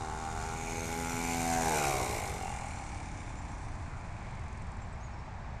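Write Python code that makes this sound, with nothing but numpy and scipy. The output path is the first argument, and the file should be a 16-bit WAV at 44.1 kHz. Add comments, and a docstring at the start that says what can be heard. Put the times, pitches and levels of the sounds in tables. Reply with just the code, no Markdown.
"""A grass field: a control-line model plane flies past, throttles back and sinks to a far, ticking idle. Each
firing of its small glow engine rings the muffler and lets out a puff of hiss. The tree line throws the buzz
back; the ground reflects the crank hum, pops and hiss. Wind rumbles on the microphone, distant traffic murmurs
and a small bird chirps."""
import sys
import numpy as np
from scipy import signal
from scipy.fft import rfft, irfft
from scipy.io import wavfile
from scipy.ndimage import uniform_filter1d

SR = 44100
rng = np.random.default_rng(int(sys.argv[2]) if len(sys.argv) > 2 else 0)


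def waveform_to_disk(signal):
    """Save audio, clipped to [-1, 1], as 16-bit WAV at the path in sys.argv[1]."""
    frames = np.transpose(np.atleast_2d(signal))
    scaled = np.clip(frames, -1, 1) * 32767
    samples = np.round(scaled).astype(np.int16)
    wavfile.write(sys.argv[1], SR, samples)


N = 246959
TIME = np.arange(N) / SR
PASS_S, PASS_M, SPEED_M_PER_S = 1.872, 8.59, 25.2  # closest approach


def from_db(db):
    """Decibels to gain."""
    return 10 ** (np.asarray(db) / 20)


def rms_one(x):
    """Scale to unit rms."""
    return x / np.sqrt(np.mean(x ** 2) + 1e-20)


def even(x):
    """Hold rms at 1 over a few firings."""
    power = uniform_filter1d(uniform_filter1d(x ** 2, size=2600), size=2600)
    return x / np.sqrt(np.abs(power) + 1e-12)


def in_time(rows):
    """Columns after t/s, interpolated to every sample."""
    t_s, *columns = np.transpose(rows)
    return [np.interp(TIME, t_s, column) for column in columns]


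def drift(rate_hz):
    """Slow random wander, rms 1."""
    step, settle = 40, 2000
    pole = np.exp(-2 * np.pi * rate_hz * step / SR)
    noise = rng.standard_normal(N // step + settle + 2)
    slow = signal.lfilter([1], [1, -2 * pole, pole * pole], noise)[settle:]
    return np.interp(np.arange(N) / step, np.arange(len(slow)), rms_one(slow))


def coloured_noise(spectrum):
    """Noise shaped by rows of f/Hz, level/dB; rms 1."""
    hz, db = np.transpose(spectrum)
    bins_hz = np.maximum(np.fft.rfftfreq(N, 1 / SR), 1)
    gain = from_db(np.interp(np.log(bins_hz), np.log(hz), db, left=-80, right=-80))
    return rms_one(irfft(rfft(rng.standard_normal(N)) * gain, N))


def cut(x, hz, kind, order=2):
    """Butterworth filter."""
    return signal.sosfilt(signal.butter(order, hz, kind, fs=SR, output="sos"), x + 1e-18)


def swell(mid_s, half_s):
    """Gaussian envelope, peak 1."""
    return np.exp(-((TIME - mid_s) / half_s) ** 2)


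def gliding_resonance(x, centre_hz, width_hz, skirt_hz):
    """Resonance with a moving centre; steeper beyond skirt_hz on either side."""
    carrier = np.exp(2j * np.pi * np.cumsum(centre_hz) / SR)
    baseband = cut(x / carrier, width_hz / 2, "low", order=1)
    baseband = signal.sosfiltfilt(signal.butter(1, skirt_hz, fs=SR, output="sos"), baseband)
    return (baseband * carrier).real


def field(wind_db=-41.5, gust_db=0.73, traffic_db=-49, whine_hz=7600):
    """Wind on the microphone, steady far traffic, a brief rustle and a faint whine."""
    # noise spectra: f/Hz, level/dB
    wind_spectrum = [(15, 2.5), (28, 1), (55, 3.5), (110, 1), (160, -6.5), (230, -9.5), (330, -28),
                     (600, -85)]
    traffic_spectrum = [(150, -30), (330, -6), (500, -8.3), (640, -2.5), (790, 1.5), (1050, -1.7),
                        (1350, -8.8), (1700, -7.5), (2000, -10.5), (2450, -12.5), (2900, -22.8),
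                        (4800, -25), (7300, -29.5), (9800, -42), (10800, -85)]
    wind = from_db(wind_db + gust_db * drift(27)) * coloured_noise(wind_spectrum)
    traffic = from_db(traffic_db) * coloured_noise(traffic_spectrum)
    rustle_band = rms_one(cut(rng.standard_normal(N), [2300, 4000], "band"))
    rustle = from_db(-67) * swell(mid_s=4.3, half_s=0.2) * rustle_band
    whine = from_db(-78) * np.sin(2 * np.pi * np.cumsum(whine_hz + 30 * drift(44)) / SR)
    return wind + traffic + rustle + whine


def bird(warble_hz=120):
    """Thin gliding chirps with a quick warble."""
    # chirps: t/s, length/s, start f/Hz, end f/Hz, level/dB
    chirps = [(3.361, 0.058, 7000, 7500, -57), (3.476, 0.052, 7190, 7746, -60),
              (3.598, 0.044, 7500, 8050, -61), (4.807, 0.045, 7300, 7500, -60),
              (4.92, 0.025, 8100, 7650, -62), (4.998, 0.033, 6340, 6200, -62),
              (5.025, 0.032, 6450, 7000, -56), (5.045, 0.041, 6900, 6440, -59),
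              (5.112, 0.016, 7050, 6830, -64), (5.127, 0.028, 5600, 5350, -63),
              (5.18, 0.034, 5500, 5400, -63)]
    song, wobble_hz = np.zeros(N), warble_hz * drift(255)
    for t_s, length_s, start_hz, end_hz, db in chirps:
        along = np.clip((TIME - t_s) / length_s, 0, 1)
        hz = start_hz + (end_hz - start_hz) * along + wobble_hz
        song += from_db(db) * np.sin(np.pi * along) * np.sin(2 * np.pi * np.cumsum(hz) / SR)
    return song


def tree_line(x, first_s=0.044, t60_s=0.95, echo_db=-13):
    """Late, slightly dull echoes scattered by hedges and trees."""
    age_s = np.arange(SR) / SR
    scatter = rng.standard_normal(SR) * (age_s > first_s) * from_db(-60 * age_s / t60_s)
    scatter = cut(scatter, [300, 6000], "band", order=1)
    return from_db(echo_db) * signal.fftconvolve(x, scatter / np.sqrt(np.sum(scatter ** 2)))[:N]


def flight():
    """Straight pass: distance/m and facing (+1 nose-on, 0 abeam, -1 tail-on)."""
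    to_go_m = SPEED_M_PER_S * (PASS_S - TIME)
    distance_m = np.hypot(to_go_m, PASS_M)
    return distance_m, to_go_m / distance_m


def over_grass(x, mic_m=1.5, sound_m_per_s=343, grass_cut_hz=740):
    """Add a dull ground reflection; it lags most at the pass, so its notches sweep down and up."""
    # plane above the grass: t/s, height/m
    heights = [(0, 0.93), (.45, 0.58), (.8, 1.42), (1.9, 1.8), (2.6, 1.69), (5.6, 3.6)]
    height_m, = in_time(heights)
    distance_m, _ = flight()
    detour_m = np.hypot(distance_m, height_m + mic_m) - np.hypot(distance_m, height_m - mic_m)
    reflection = cut(x, grass_cut_hz, "low", order=1)
    return x + np.interp(TIME - detour_m / sound_m_per_s, TIME, reflection)


def side_on(x, lag_s):
    """Delay peaking abeam; unequal lags of the resonances smear each firing into a snarl."""
    _, facing = flight()
    return np.interp(TIME - lag_s * (1 - facing ** 2) ** 2, TIME, x)


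def carried_db(power):
    """Levels of crank, pop and hiss from distance, facing and engine speed."""
    # per voice: level at the pass/dB, loss per distance doubling/dB, nose-on gain/dB,
    # loss per speed halving/dB
    voices = { "crank": (-45, 9.5, 3, 5), "pop": (-53.5, 13.5, 17.5, 16), "hiss": (-42, 6.5, 2.5, 3), }
    distance_m, facing = flight()
    doublings, halvings = np.log2(distance_m / PASS_M), -np.log2(power)
    return {name: db - far_db * doublings + nose_db * facing - slow_db * halvings
            for name, (db, far_db, nose_db, slow_db) in voices.items()}


def firing_hz(run_down_hz_per_s=9.5):
    """Firing rate: flat out, throttled back at the pass, then running down steadily."""
    # firing rate, Doppler shift included: t/s, f/Hz
    rates = [(0.0, 78.3), (0.07, 78.4), (0.7, 81.9), (1.18, 84.1), (1.53, 83.7), (1.62, 82.8), (1.69, 80.6),
             (1.79, 74.6), (1.9, 69.1), (1.97, 65.7), (2.07, 60.2), (2.2, 52.9), (2.3, 48.3), (2.4, 45.3),
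             (2.6, 41.3), (2.8, 38.3), (3.0, 35.7), (3.4, 31.5), (3.8, 28), (4.4, 23.1)]
    rate_hz, = in_time(rates)
    return np.maximum(rate_hz - run_down_hz_per_s * np.maximum(TIME - rates[-1][0], 0), 1)


def cycles(firing_s):
    """Engine cycles, counted from a firing at firing_s."""
    turn = np.cumsum(firing_hz()) / SR
    return turn - np.interp(firing_s, TIME, turn)


def pulses(turn, spread_db):
    """One click of random strength per cycle."""
    at = np.flatnonzero(np.diff(np.floor(turn)) > 0)
    clicks = np.zeros(N)
    clicks[at] = from_db(spread_db * rng.standard_normal(len(at)))
    return clicks


def puffs(turn, decay_s, floor):
    """Gas flow: a burst per cycle, decaying to a steady floor."""
    return floor + np.exp(-(turn % 1) / firing_hz() / decay_s)


def roughen(clicks, flow, rough):
    """Firing pulses plus turbulence carried by the flow."""
    return even(clicks) + rough * even(flow * rng.standard_normal(N))


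def voice(x, track, width_hz, skirt_hz, fade_db_per_s=13):
    """One engine resonance; past the end of its track it fades as the plane glides off."""
    db, centre_hz = in_time(track)
    gain = from_db(db - fade_db_per_s * np.maximum(TIME - track[-1][0], 0))
    return gain * even(gliding_resonance(x, centre_hz, width_hz, skirt_hz))


def idle_ticks(decay_s=0.004):
    """A brief spell of bright snaps at idle, one per firing."""
    snaps = pulses(cycles(firing_s=4.394), spread_db=1.2)
    bursts = signal.lfilter([1], [1, -np.exp(-1 / (decay_s * SR))], snaps + 1e-18)
    spell = from_db(-48.5) * swell(mid_s=4.56, half_s=0.38)
    return cut(spell * bursts * rng.standard_normal(N), [4900, 9200], "band", order=6)


def jet_whistle(flow):
    """Breathy whistle in the exhaust jet on the approach."""
    # whistle: t/s, f/Hz, level/dB
    track = [(0, 7000, -72), (.45, 6750, -62), (.62, 6656, -52.5), (.82, 6400, -49), (.93, 6500, -60),
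             (1.02, 7250, -53), (1.3, 7250, -51), (1.5, 7300, -62), (1.8, 7300, -100)]
    hz, db = in_time(track)
    breath = flow * rng.standard_normal(N)
    return from_db(db) * even(gliding_resonance(breath, hz, width_hz=330, skirt_hz=1300))


def jet_hiss(flow, db, turns_away_s=3.1, fade_db_per_s=2.5, wander_db=1.5, wander_hz=70):
    """Puffs of hiss with wandering resonances, fading once the exhaust points away."""
    # hiss spectrum: f/Hz, level/dB
    spectrum = [(1650, -38), (2800, 1.5), (3170, 0), (3690, -8), (3990, 1), (4320, -1), (4590, -3),
                (4930, 3.5), (5340, 0), (5780, -4.5), (7320, -0.5), (9590, 0), (11300, -7.5), (13000, 1.5),
                (13500, -43)]
    # resonances rung by the hiss: f/Hz, width/Hz, gain/dB
    modes = [(3705, 260, 0.5), (4280, 370, -2), (6050, 760, 3), (6690, 120, 4), (7320, 810, 3.5),
             (8320, 360, 0.5), (9520, 1050, -5)]
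    broadband = coloured_noise(spectrum)
    noise, ringing = rng.standard_normal(N), np.zeros(N)
    for hz, width_hz, mode_db in modes:
        gain = from_db(mode_db + wander_db * drift(2.7))
        ringing += gain * gliding_resonance(noise, hz + wander_hz * drift(1.3), width_hz, 2 * width_hz)
    hiss_db = db + 3 - fade_db_per_s * np.maximum(TIME - turns_away_s, 0)
    hiss = from_db(hiss_db) * even((broadband + 1.5 * rms_one(ringing)) * flow)
    # the hiss loses its top above 10 kHz as it grows faint
    top_gain = from_db(-2.5 * np.maximum(-47 - hiss_db, 0))
    dull = signal.sosfiltfilt(signal.butter(8, 10300, fs=SR, output="sos"), hiss)
    return dull + top_gain * (hiss - dull)


def exhaust_rasp(clicks, rush_turn, power):
    """Two bright resonances rung by clicks and short rushes of gas, noisier off load."""
    # rasp and its hard upper edge: t/s, level/dB, f/Hz
    rasp_track = [(0, -60, 2170), (.45, -55, 2260), (.7, -47, 2320), (.98, -49, 2190), (1.28, -42.5, 2320),
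                  (1.58, -46.5, 2090), (1.8, -41, 2330), (1.94, -42, 2260), (2.05, -45.5, 2210),
                  (2.18, -45, 2220), (2.42, -53.5, 2190), (2.57, -52.5, 2200), (2.87, -55.5, 2260),
                  (3.3, -59, 2280), (3.7, -66, 2250), (4.0, -63, 2180), (4.15, -62, 2270),
                  (4.45, -59.5, 2230), (4.8, -71, 2280)]
    edge_track = [(0, -67, 2760), (1.3, -62, 2840), (1.62, -52, 2480), (1.8, -67, 2760), (2.0, -64, 2870),
                  (2.16, -59, 2700), (2.3, -70, 2880), (2.46, -54, 2750), (2.6, -67, 2840)]
    rush = puffs(rush_turn, decay_s=0.01, floor=0.19)
    rasp = voice(roughen(clicks, rush, 0.96 + 2 * (1 - power)), rasp_track, width_hz=460, skirt_hz=400)
    edge = voice(roughen(clicks, rush, 0.55 + 2 * (1 - power)), edge_track, width_hz=140, skirt_hz=260)
    return rasp + edge


def muffler(firings, turn, power):
    """Muffler and airframe resonances rung by firings and turbulence, shifting as the plane passes."""
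    # exhaust turbulence: t/s, roughness/1
    roughness = [(0, .17), (1.2, .18), (1.55, .14), (1.75, .15), (1.92, .2), (2.07, .55), (2.3, .36),
                 (2.45, .2), (3.2, .2)]
    # resonances: t/s, level/dB, f/Hz
    boom_track = [(0, -54, 270), (.4, -60, 270), (.65, -52, 250), (1.0, -45, 250), (1.53, -40.5, 246),
                  (1.7, -45.5, 245), (1.9, -59.5, 207), (2.3, -56, 190)]
    hum_track = [(2.2, -73, 290), (2.65, -60.5, 253), (2.95, -55, 297), (3.4, -56.5, 284),
                 (3.8, -57.5, 282), (4.05, -61.5, 268), (4.25, -63, 376), (4.7, -70, 370)]  # departure only
    honk_track = [(0, -49.5, 407), (.58, -51.5, 414), (.76, -44, 420), (1.2, -47, 393), (1.5, -51.5, 373),
                  (1.62, -40, 436), (1.72, -37, 455), (1.84, -40.5, 390), (2.0, -40.5, 390),
                  (2.28, -48.5, 436), (2.45, -52, 396), (2.62, -75, 377)]
    growl_track = [(0, -86, 660), (.4, -47, 745), (.62, -62, 710), (.85, -51, 620), (1.3, -69, 660),
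                   (1.55, -50, 630), (1.72, -39.5, 686), (1.85, -45, 680), (1.98, -44, 580),
                   (2.15, -46, 620), (2.35, -51, 670), (2.7, -64, 660)]
    bark_track = [(0, -42, 815), (.4, -44, 830), (.85, -46.5, 823), (1.18, -42, 843), (1.4, -35.5, 798),
                  (1.56, -33.5, 737), (1.66, -35, 797), (1.74, -34.5, 893), (1.8, -36, 808),
                  (1.89, -32.5, 742), (1.98, -40, 723), (2.06, -42.5, 765), (2.2, -42.5, 826),
                  (2.36, -44.5, 760), (2.45, -39.5, 780), (2.53, -44.5, 815), (2.85, -49.5, 805),
                  (3.26, -59, 840)]  # main tone
    ring_track = [(0, -50, 1090), (0.551, -52.5, 1100), (.9, -66, 1040), (1.3, -48, 930), (1.5, -38, 900),
                  (1.72, -47.5, 950), (1.84, -44.5, 1210), (1.98, -40.5, 1023), (2.15, -49, 1040),
                  (2.35, -54.5, 1150), (2.7, -62, 1040)]
    twang_track = [(0, -53.5, 1380), (.42, -48, 1390), (.65, -57, 1420), (1.1, -48, 1410),
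                   (1.36, -54, 1520), (1.55, -44, 1590), (1.68, -44, 1640), (1.81, -41, 1410),
                   (1.93, -50, 1390), (2.1, -54, 1460), (2.55, -58, 1410), (3.1, -65, 1390),
                   (3.75, -73, 1390), (3.98, -55.5, 1420), (4.1, -78, 1400)]
    rough, = in_time(roughness)
    off_load = 1 - power
    flow = puffs(turn, decay_s=0.065, floor=0.32)
    boom = voice(roughen(firings, flow, rough), boom_track, width_hz=62, skirt_hz=200)
    hum = voice(roughen(firings, flow, 0.13), hum_track, width_hz=45, skirt_hz=90.5)
    honk = voice(roughen(firings, flow, 2 * rough), honk_track, width_hz=109, skirt_hz=257)
    growl = voice(roughen(firings, flow, rough), growl_track, width_hz=97, skirt_hz=181)
    bark = voice(roughen(firings, flow, rough), bark_track, width_hz=68, skirt_hz=245)
    ring = voice(roughen(firings, flow, 2 * rough + off_load), ring_track, width_hz=194, skirt_hz=282)
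    twang = voice(roughen(firings, flow, 2 * (rough + off_load)), twang_track, width_hz=170, skirt_hz=480)
    return (boom + hum + side_on(honk, lag_s=0.0015) + side_on(growl, lag_s=0.00824)
            + side_on(bark, lag_s=0.00492) + side_on(ring, lag_s=0.00348) + side_on(twang, lag_s=0.0065))


def engine(intake_lag_cycles=0.67, rush_lead_cycles=0.5, flutter_db=0.82):
    """Glow engine: firings drive muffler, rasp and jet; the crank hums at twice their rate."""
    rate_hz, turn = firing_hz(), cycles(firing_s=2.4565)
    _, facing = flight()
    power = rate_hz / rate_hz.max()
    db = carried_db(power)
    firings = pulses(turn, spread_db=0.9) * from_db(0.8 * (1 - power) * drift(25))  # uneven off load
    intake = 0.76 * power ** 2 * pulses(turn - intake_lag_cycles, spread_db=2.5)
    buzz = muffler(firings, turn, power)
    crank = from_db(db["crank"]) * np.sqrt(2) * np.cos(4 * np.pi * turn)
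    pulse_fronts = cut(firings, [200, 1600], "band", order=1)
    pop = from_db(db["pop"]) * even(cut(pulse_fronts, 2300, "low"))
    rush_turn = turn + rush_lead_cycles * np.clip(-facing, 0, 1)  # leads only from behind
    rasp = exhaust_rasp(firings + intake, rush_turn, power)
    jet_flow = 1 + 2.8 * power * puffs(rush_turn, decay_s=0.005, floor=0)
    jet = jet_hiss(jet_flow, db["hiss"]) + jet_whistle(jet_flow)
    flutter = from_db(flutter_db * drift(24))  # moving air shakes the treble
    return buzz + flutter * rasp + over_grass(crank + pop + flutter * jet)


def scene(trees_m=17):
    """Near mono: the sides differ only by a faint, bright wash. Inside trees_m the direct sound gains on the
    echoes."""
    direct = engine() + idle_ticks() + bird()
    distance_m, _ = flight()
    mid = direct + tree_line(direct * np.minimum(distance_m / trees_m, 1)) + field()
    side = from_db(-22.5) * tree_line(cut(direct, 2700, "high"))
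    return np.array([mid + side, mid - side])


def record(dry, cutoff_hz=14000):
    """Steep elliptic low-pass."""
    return signal.sosfilt(signal.ellip(10, 0.1, 80, cutoff_hz, fs=SR, output="sos"), dry)


dry = scene()
out = record(dry)
waveform_to_disk(out)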